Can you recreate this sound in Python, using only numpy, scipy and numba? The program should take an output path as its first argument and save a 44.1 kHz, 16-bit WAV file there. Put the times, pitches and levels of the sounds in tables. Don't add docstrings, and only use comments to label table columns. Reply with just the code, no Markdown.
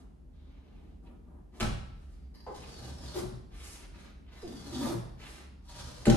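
import sys
import numpy as np
from scipy import signal
from scipy.fft import rfft, irfft
from scipy.io import wavfile
from numba import njit

SR = 44100
rng = np.random.default_rng(int(sys.argv[2]) if len(sys.argv) > 2 else 0)


def pcm_store(signal):
    levels = np.round(np.clip(np.atleast_2d(signal), -1, 1) * 32767)
    wavfile.write(sys.argv[1], SR, levels.astype(np.int16).T)


N = 271656
T = np.arange(N) / SR


def undb(db):
    return 10 ** (np.asarray(db) / 20)


def unit(x):
    return x / np.sqrt(np.mean(x ** 2))


def at(hz, points):
    f, value = np.transpose(points)
    return np.interp(np.log(hz + 1), np.log(f), value)


def colour(x, points):
    size = 4096
    hz = np.arange(size // 2 + 1) * SR / size
    cepstrum = irfft(np.log(undb(at(hz, points))))
    cepstrum[1:size // 2] *= 2
    cepstrum[size // 2 + 1:] = 0
    response = irfft(np.exp(rfft(cepstrum)))
    return signal.fftconvolve(x, response / np.linalg.norm(response))[:len(x)]


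def walk(rate):
    return 1.2 * np.interp(T * rate, np.arange(4096), rng.standard_normal(4096))


def snaps(rate, spread_db):
    happens = rng.random(N) < rate / SR
    sign = rng.choice([-1, 1], N)
    size = undb(spread_db * rng.standard_normal(N))
    return unit(happens * sign * size)


def pulse_train(hz):
    return np.diff(np.floor(np.cumsum(hz) / SR), prepend=0)


def burst(start, length):
    return (T >= start) * np.exp(-np.clip((T - start) / length, 0, 20))


def gate(start, end, edge):
    return np.clip(np.minimum(T - start, end - T) / edge + .5, 0, 1)


def stroke(start, end):
    u = np.clip((T - start) / (end - start), 0, 1)
    return 4 * u * (1 - u)


def resonate(x, modes):
    out = 0
    for hz, half_width_hz, db in modes:
        b, a = signal.iirpeak(hz, hz / half_width_hz / 2, fs=SR)
        once = signal.lfilter(b, a, x)
        out = out + undb(db) * signal.lfilter(b, a, once)
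    return unit(out)


def glide(x, hz, width_hz):
    turn = np.exp(2j * np.pi * np.cumsum(hz) / SR)
    narrow = signal.lfilter(*signal.butter(2, width_hz / 2, fs=SR), x / turn)
    return unit((narrow * turn).real)


# freq_hz, side_minus_mid_db
FIELD_SIDE = [(50, -19.5), (120, -9.5), (250, -4.5), (600, 2), (15000, -5)]


def widen(mid, side):
    gain = undb(at(np.linspace(0, SR / 2, len(side) // 2 + 1), FIELD_SIDE))
    side = irfft(rfft(side) * gain, len(side))
    return np.array([mid + side, mid - side])


# freq_hz, relative level_db
RUMBLE_COLOUR = [(14, -53), (29, -32), (41, 8), (50, -6.5), (64, 5.5), (92, -14), (130, -14), (200, -13.5),
                 (290, -18), (520, -33), (790, -36), (1100, -43.5), (2100, -50.5), (5000, -56.5),
                 (11000, -59.5), (15000, -60)]


def ambience(level_db=-50):
    mid = unit(colour(rng.standard_normal(N), RUMBLE_COLOUR))
    side = unit(colour(rng.standard_normal(N), RUMBLE_COLOUR))
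    waver_db = 1.2 * walk(6)
    return widen(mid, side) * undb(level_db + waver_db)


# freq_hz, t60_s
ROOM_T60 = [(60, 0.65), (200, 0.48), (500, 0.6), (1000, 0.72), (4000, 0.65), (8000, 0.52), (16000, 0.3)]
# freq_hz, relative level_db
ROOM_WET = [(100, 1), (300, -6.5), (700, -1.5), (5000, -4), (8000, -1.5), (14000, -2.5)]


def echoes(early_db=3, early_s=0.0054):
    t, hz = T[:SR], np.arange(SR // 2 + 1)
    field = rfft(widen(*rng.standard_normal((2, SR))))
    octave = np.round(np.log2(np.maximum(hz, 2 ** 6)))
    tail = 0
    for b in np.unique(octave):
        in_band = octave == b
        part = irfft(field * in_band) * np.exp(-np.log(1000) * t / at(2 ** b, ROOM_T60))
        part = part * (t > .002) * (1 + undb(early_db) * np.exp(-t / early_s))
        part = part / np.linalg.norm(part.mean(axis=0))
        tail = tail + part * np.sqrt(np.mean(in_band)) * undb(at(2 ** b, ROOM_WET))
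    return tail


def room(x, direct_db=-5, turns_per_s=1.1):
    turn = 2 * np.pi * turns_per_s * T
    wet = 0
    for k in range(4):
        share = np.maximum(np.cos(turn - k * np.pi / 2), 0)
        wet = wet + signal.oaconvolve((x * share)[None], echoes(), axes=1)[:, :N]
    right = np.concatenate([np.zeros(4), x])[:N]
    return wet + undb(direct_db) * np.array([x, right])


# start_s, level_db, fade_s (to 1/e)
SQUEAKS = [(2.1, -77.5, 0.18), (2.342, -55.5, 0.039), (2.4, -64.5, 0.079)]
# freq_hz, half_width_hz (of each pass), relative level_db
METAL = [(800, 860, -5), (1750, 300, -5.5), (2900, 1600, -9), (4200, 600, -6), (4680, 150, 3),
         (8500, 6000, -19)]


def squeaks():
    slips = snaps(rate=2000, spread_db=3) * undb(3 * walk(60))
    level = sum(undb(db) * burst(s, fade_s) for s, db, fade_s in SQUEAKS)
    return resonate(slips, METAL) * level


# start_s, end_s, first_centre_hz, last_centre_hz, level_db
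DRAG = (.33, .52, 3600, 3750, -80)


def drag(width_hz=700):
    start, end, first_hz, last_hz, db = DRAG
    weave = snaps(rate=1200, spread_db=3) * undb(3 * walk(25))
    centre_hz = np.interp(T, [start, end], [first_hz, last_hz])
    return glide(weave, centre_hz, width_hz) * undb(db) * gate(start, end, edge=0.033)


# start_s, end_s, peak level_db
SCUFFS = [(0.424, 0.905, -75), (1.042, 1.084, -71), (2.583, 2.668, -53.5), (3.533, 3.685, -54),
          (3.74, 3.823, -58), (4.24, 4.306, -65.5), (5.205, 5.297, -55.5), (5.322, 5.426, -62.5),
          (5.69, 5.86, -65)]
# freq_hz, relative level_db (per Hz)
SCUFF_COLOUR = [(300, -4), (900, 8), (1700, 6), (2800, 10.5), (4000, 4.5), (8000, -26), (14000, -53)]


def scuffs():
    grain = snaps(rate=500, spread_db=4) * undb(3 * walk(55))
    level = sum(undb(db) * np.sqrt(stroke(start, end)) for start, end, db in SCUFFS)
    return unit(colour(grain, SCUFF_COLOUR)) * level


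# start_s, end_s, rub_db, hiss_db (both before the trims below)
SLIDES = [(-.06, 0.023, -62.5, -61), (0.306, 0.944, -72.5, -100), (1.017, 1.073, -74, -73),
          (1.514, 1.66, -62.5, -67), (1.896, 2.274, -71.5, -75), (3.503, 3.864, -56.5, -49.5),
          (3.905, 4.117, -57, -66), (4.288, 4.503, -56.5, -63.5), (5.164, 5.455, -55, -56)]
# start_s, end_s, level_db (before the trim below)
SHUFFLES = [(-.05, 0.06, -45), (0.39, 0.954, -52.5), (1.025, 1.15, -43), (1.25, 1.42, -45.5),
            (1.526, 1.64, -41)]
# freq_hz, relative level_db (per Hz)
RUB_COLOUR = [(100, -2.5), (300, 15.5), (500, 7), (1000, 3.5), (1800, 4.5), (2700, 1.5), (4000, 1.5),
              (6500, -8.5), (10000, -44), (15000, 9.5)]
HISS_COLOUR = [(2000, -20), (5000, 2.5), (7500, -1.5), (10000, -1), (12000, -10), (15500, 10.5)]
HANDS_COLOUR = [(70, -7), (140, 1), (260, 14), (500, -3), (900, -4), (1700, -19.5), (4000, -53),
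                (10000, -36)]


def handling(rub_db=6.5, hiss_db=7.5, shuffle_db=-10.5, rub_power=0.12, hiss_power=1.85):
    rubbing, hissing = 0, 0
    for start, end, stroke_rub_db, stroke_hiss_db in SLIDES:
        speed = stroke(start, end)
        ease_in = gate(start, np.inf, edge=0.069) ** 2
        rubbing = rubbing + undb(stroke_rub_db) * speed ** rub_power * ease_in
        hissing = hissing + undb(stroke_hiss_db) * speed ** hiss_power
    shifting = sum(undb(db) * np.sqrt(stroke(start, end)) for start, end, db in SHUFFLES)
    catching = undb(2 * walk(45))
    weave = snaps(rate=3000, spread_db=3)
    rub = colour(weave * catching, RUB_COLOUR) * rubbing * undb(rub_db)
    nap = snaps(rate=9000, spread_db=3)
    hiss = colour(nap * catching, HISS_COLOUR) * hissing * undb(hiss_db)
    palms = snaps(rate=2800, spread_db=3)
    shuffle = colour(palms, HANDS_COLOUR) * shifting * undb(shuffle_db)
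    return rub + hiss + shuffle


# start_s, length_s (to 1/e), level_db, first_slip_hz, last_slip_hz,
# fall_s (to 1/e), brightness_hz (low-pass)
CREAKS = [(2.464, 0.057, -38, 1110, 397.7, .007, 2800), (4.427, 0.054, -36.5, 473, 307.5, 0.0153, 426)]
# freq_hz, relative level_db
CREAK_COLOUR = [(120, 6), (300, 4), (480, -2.5), (850, -5), (1300, -16), (1700, -25), (2300, -30),
                (5000, -27)]


def creaks(rough=.09, fibre_db=-9):
    out, wobble = 0, walk(400)
    fibres = colour(snaps(rate=2600, spread_db=4.5), CREAK_COLOUR)
    for s, length, db, first_hz, last_hz, fall_s, bright_hz in CREAKS:
        hz = (last_hz + (first_hz - last_hz) * burst(s, fall_s)) * (1 + rough * wobble)
        slips = pulse_train(hz) - hz / SR
        voice = unit(colour(slips, CREAK_COLOUR)) + undb(fibre_db) * fibres
        voice = signal.lfilter(*signal.butter(2, bright_hz, fs=SR), voice)
        swell = np.clip((T - s) / .002, 0, 1) * np.exp(-((T - s) / length) ** 2)
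        out = out + undb(db) * voice * swell
    return out


# start_s, level_db, fade_s (to 1/e)
THUDS = [(1.61, -35, 0.03), (1.634, -36, 0.11), (3.225, -44, 0.07), (6.068, -27, 0.03)]
# freq_hz, relative level_db (per Hz)
THUD_COLOUR = [(40, -4), (100, 13), (150, 8), (220, 10), (330, -12.5), (600, -6.5), (900, -22.5),
               (1500, -27), (4000, -71)]


def thuds():
    body = unit(colour(rng.standard_normal(N), THUD_COLOUR))
    return body * sum(undb(db) * burst(s, fade_s) for s, db, fade_s in THUDS)


def ring(modes):
    t, out = T[:SR], 0
    for k, (hz, db, t60) in enumerate(modes):
        decay = np.exp(-np.log(1000) * t / t60)
        out = out + (-1) ** k * undb(db) * np.sin(2 * np.pi * hz * t) * decay
    return out


def add(out, start, sound):
    i = int(start * SR)
    out[i:i + len(sound)] += sound[:N - i]


# start_s, ring_db, lowest_hz (high-pass), brightness_hz (low-pass), crack_db, boom_db
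KNOCKS = [(1.6, -18, 302, 2020, -9.5, -73), (1.606, -8, 770, 3000, -6.5, -50),
          (1.613, -16.5, 109, 2000, -13, -46), (1.628, -12.5, 607, 1200, -10, -37),
          (1.64, -22.5, 80.6, 1200, -15, -40), (1.668, -31, 90.5, 1800, -18.5, -37),
          (1.651, -31.5, 78.6, 1500, -19, -44), (3.226, -22.5, 78, 100, -55, -66),
          (3.312, -23, 70, 91, -56.5, -61), (4.941, -16.5, 59, 95, -46, -59),
          (6.055, -23, 296, 3000, -6.5, -86), (6.067, 2, 206, 340, -9, -33.5),
          (6.081, 0.5, 225, 430, -10.5, -49), (6.099, -11, 141, 447, -3, -43),
          (6.124, -11, 140, 500, -12, -58), (6.143, -14, 140, 400, -12, -46)]
# freq_hz, relative level_db, t60_s
RAIL_MODES = [(122, -1, 0.55), (155, -1.5, 0.14), (186, -1, 0.28), (231, 1, 0.16), (254, -1, 0.09),
              (340, -1.5, 0.1), (445, -3, 0.03), (556, -9, 0.054), (600, -7, 0.08), (788, -13, 0.17),
              (834, -18, 0.14), (1325, -13.5, 0.09), (1510, -13.5, 0.07), (2520, -19, 0.045),
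              (2810, -18, 0.03)]
TABLE_MODES = [(42.2, 6.5, 0.56), (58, -19, 0.13), (64.35, 0, 0.46), (128, -18.5, 0.93)]
# freq_hz, relative level_db
CRACK_COLOUR = [(100, -14), (350, -25), (700, 4), (1400, 4), (2000, -1), (2800, 1), (4500, -1), (7000, -7),
                (10000, -13), (12500, -23.5), (15500, 2.5)]


def knocks(ring_trim_db=-11, crack_trim_db=-14.5):
    out, wood, table = np.zeros(N), ring(RAIL_MODES) * undb(ring_trim_db), ring(TABLE_MODES)
    crack = colour(rng.standard_normal(N), CRACK_COLOUR)
    for s, ring_db, low_hz, bright_hz, crack_db, boom_db in KNOCKS:
        struck = signal.lfilter(*signal.butter(1, bright_hz, fs=SR), wood)
        struck = signal.lfilter(*signal.butter(2, low_hz, "high", fs=SR), struck)
        add(out, s, undb(ring_db) * struck + undb(boom_db) * table)
        out += undb(crack_db + crack_trim_db) * crack * burst(s, length=0.0035)
    return out


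# start_s, level_db, fade_s (to 1/e)
BUNCHES = [(2.74, -51, .018), (3.06, -49, .018), (3.135, -49, .02), (4.717, -46.5, .014),
           (4.744, -41.5, .02), (4.78, -48, .016), (4.808, -43, .018), (4.868, -46, .02), (5.685, -56, .03),
           (5.775, -50, .025)]
# freq_hz, half_width_hz (of each pass), relative level_db
BUNCH_MODES = [(3650, 260, 4), (4670, 600, 0), (5900, 970, -15)]


def bunches():
    grain = snaps(rate=900, spread_db=4)
    level = sum(undb(db) * burst(s, fade_s) for s, db, fade_s in BUNCHES)
    return resonate(grain, BUNCH_MODES) * level


# start_s, end_s, first_thread_hz, last_thread_hz, buzz_db, rasp_db, unevenness (0-1)
RIPS = [(3.15, 3.205, 385, 330, -31, -42, .06), (4.47, 4.56, 260, 245, -43.5, -60, .12),
        (4.65, 4.72, 250, 250, -45, -60, .12), (4.72, 4.78, 290, 260, -39, -58, .12),
        (4.77, 4.87, 255, 245, -32, -50, .06), (4.808, 4.88, 310, 325, -44, -38.5, .2),
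        (4.88, 4.935, 335, 350, -33, -41, .06)]
# freq_hz, relative level_db
RASP_COLOUR = [(120, -5), (300, 2), (600, 2), (950, -3.5), (1500, -14), (2200, -17), (4000, -42),
               (9000, -24.5)]
BUZZ_COLOUR = [(100, -13), (230, 9.5), (380, 0.5), (600, -36.5), (1200, -25.5), (3000, -33.5)]


def rips():
    out, wobble = 0, walk(150)
    rasp = colour(snaps(rate=700, spread_db=3), RASP_COLOUR)
    for start, end, first_hz, last_hz, buzz_db, rasp_db, uneven in RIPS:
        hz = np.interp(T, [start, end], [first_hz, last_hz]) * (1 + uneven * wobble)
        pulses = pulse_train(hz)
        buzz = unit(colour(pulses - pulses.mean(), BUZZ_COLOUR))
        rip = undb(buzz_db) * buzz + undb(rasp_db) * rasp
        out = out + gate(start, end, edge=.016) * rip
    return out


# start_s, end_s, pull_db (steady, before the thread trim), gives_s (the cloth gives), surge_db,
# surge_half_width_s (to 1/e), drum_db (rail drumming relative to the pull)
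TEARS = [(2.506, 3.203, -57, 3.18, 11, 0.056, 9.5), (4.373, 4.895, -60, 4.86, 14, 0.18, 10.5),
         (5.64, 6.097, -58, 5.8, 6.5, 0.064, 6.5)]


def pulls(attack_s=0.11, release_s=0.02, drum_lag_s=0.042, drum_surge_share=0.56):
    threads, rail = 0, 0
    for start, end, db, gives, surge_db, width, drum_db in TEARS:
        surge = surge_db * np.exp(-((T - gives) / width) ** 2)
        grip = gate(start, np.inf, edge=attack_s) ** 2
        held = grip * gate(-np.inf, end, edge=release_s) * undb(db)
        threads = threads + held * undb(surge)
        rail = rail + held * undb(drum_db + drum_surge_share * surge)
    return threads, np.interp(T - drum_lag_s, T, rail)


@njit
def taut_strip(x, lag, reflect):
    y = x.copy()
    for i in range(200, len(x)):
        k = int(lag[i])
        part = lag[i] - k
        y[i] += reflect[i] * ((1 - part) * y[i - k] + part * y[i - k - 1])
    return y


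# start_s, end_s, overtone_number, level_db
WHISTLES = [(2.7, 2.82, 3, -60), (2.92, 3.1, 3, -59), (4.4, 4.72, 4, -64.5), (4.33, 4.62, 3, -71)]


def whistle(threads, strip_hz):
    fitful = threads * undb(3 * walk(35))
    out = 0
    for start, end, overtone, db in WHISTLES:
        tone = glide(fitful, overtone * strip_hz, width_hz=300)
        out = out + tone * undb(db) * gate(start, end, edge=.04)
    return out


# time_s, pitch_hz (before a slight waver), reflected_share
STRIP = [(2.55, 1750, .15), (2.7, 1550, .3), (2.83, 1350, .15), (2.92, 1880, .35), (3.0, 1720, .35),
         (3.08, 1460, .35), (3.14, 1350, .1), (4.3, 1320, .1), (4.38, 1270, .4), (4.52, 1190, .35),
         (4.66, 1070, .3), (4.76, 920, .3), (4.84, 850, .1), (5.68, 1180, .25), (6.05, 900, .1)]
# freq_hz, relative level_db (per Hz)
THREAD_COLOUR = [(200, -25), (600, 13), (1000, 14.5), (1600, 7), (2300, 1), (3300, 7.5), (4300, 9.5),
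                 (5800, 7), (7500, 0), (10000, -2), (11800, -8), (15500, -8)]
DRUM_COLOUR = [(50, -15), (75, 11.5), (95, 1), (130, 11.5), (190, 3), (250, 1.5), (400, -3), (700, -5),
               (1500, -18.5), (4000, -79)]


def tearing(ring_low_hz=3300, ring_high_hz=6300, thread_db=4):
    thread_gain, rail_gain = pulls()
    threads = snaps(rate=1000, spread_db=3.5) * undb(4 * np.tanh(walk(90)))
    times, strip_hz, share = np.transpose(STRIP)
    hz = np.interp(T, times, strip_hz) * (1 + .014 * walk(40))
    rung = taut_strip(threads, SR / hz, np.interp(T, times, share))
    band = signal.butter(2, [ring_low_hz, ring_high_hz], "band", fs=SR)
    overtones = signal.filtfilt(*band, rung - threads)
    crackle = unit(colour(threads + overtones, THREAD_COLOUR)) * thread_gain * undb(thread_db)
    drumming = unit(colour(threads, DRUM_COLOUR)) * rail_gain
    return crackle + whistle(threads, hz) + drumming


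def scene():
    cloth = drag() + scuffs() + handling() + creaks()
    wood_and_metal = squeaks() + thuds() + knocks()
    tears = bunches() + rips() + tearing()
    return ambience() + room(cloth + wood_and_metal + tears)


def record(dry, top_hz=12400):
    return signal.sosfilt(signal.ellip(8, .2, 70, top_hz, fs=SR, output="sos"), dry)


dry = scene()
out = record(dry)
pcm_store(out)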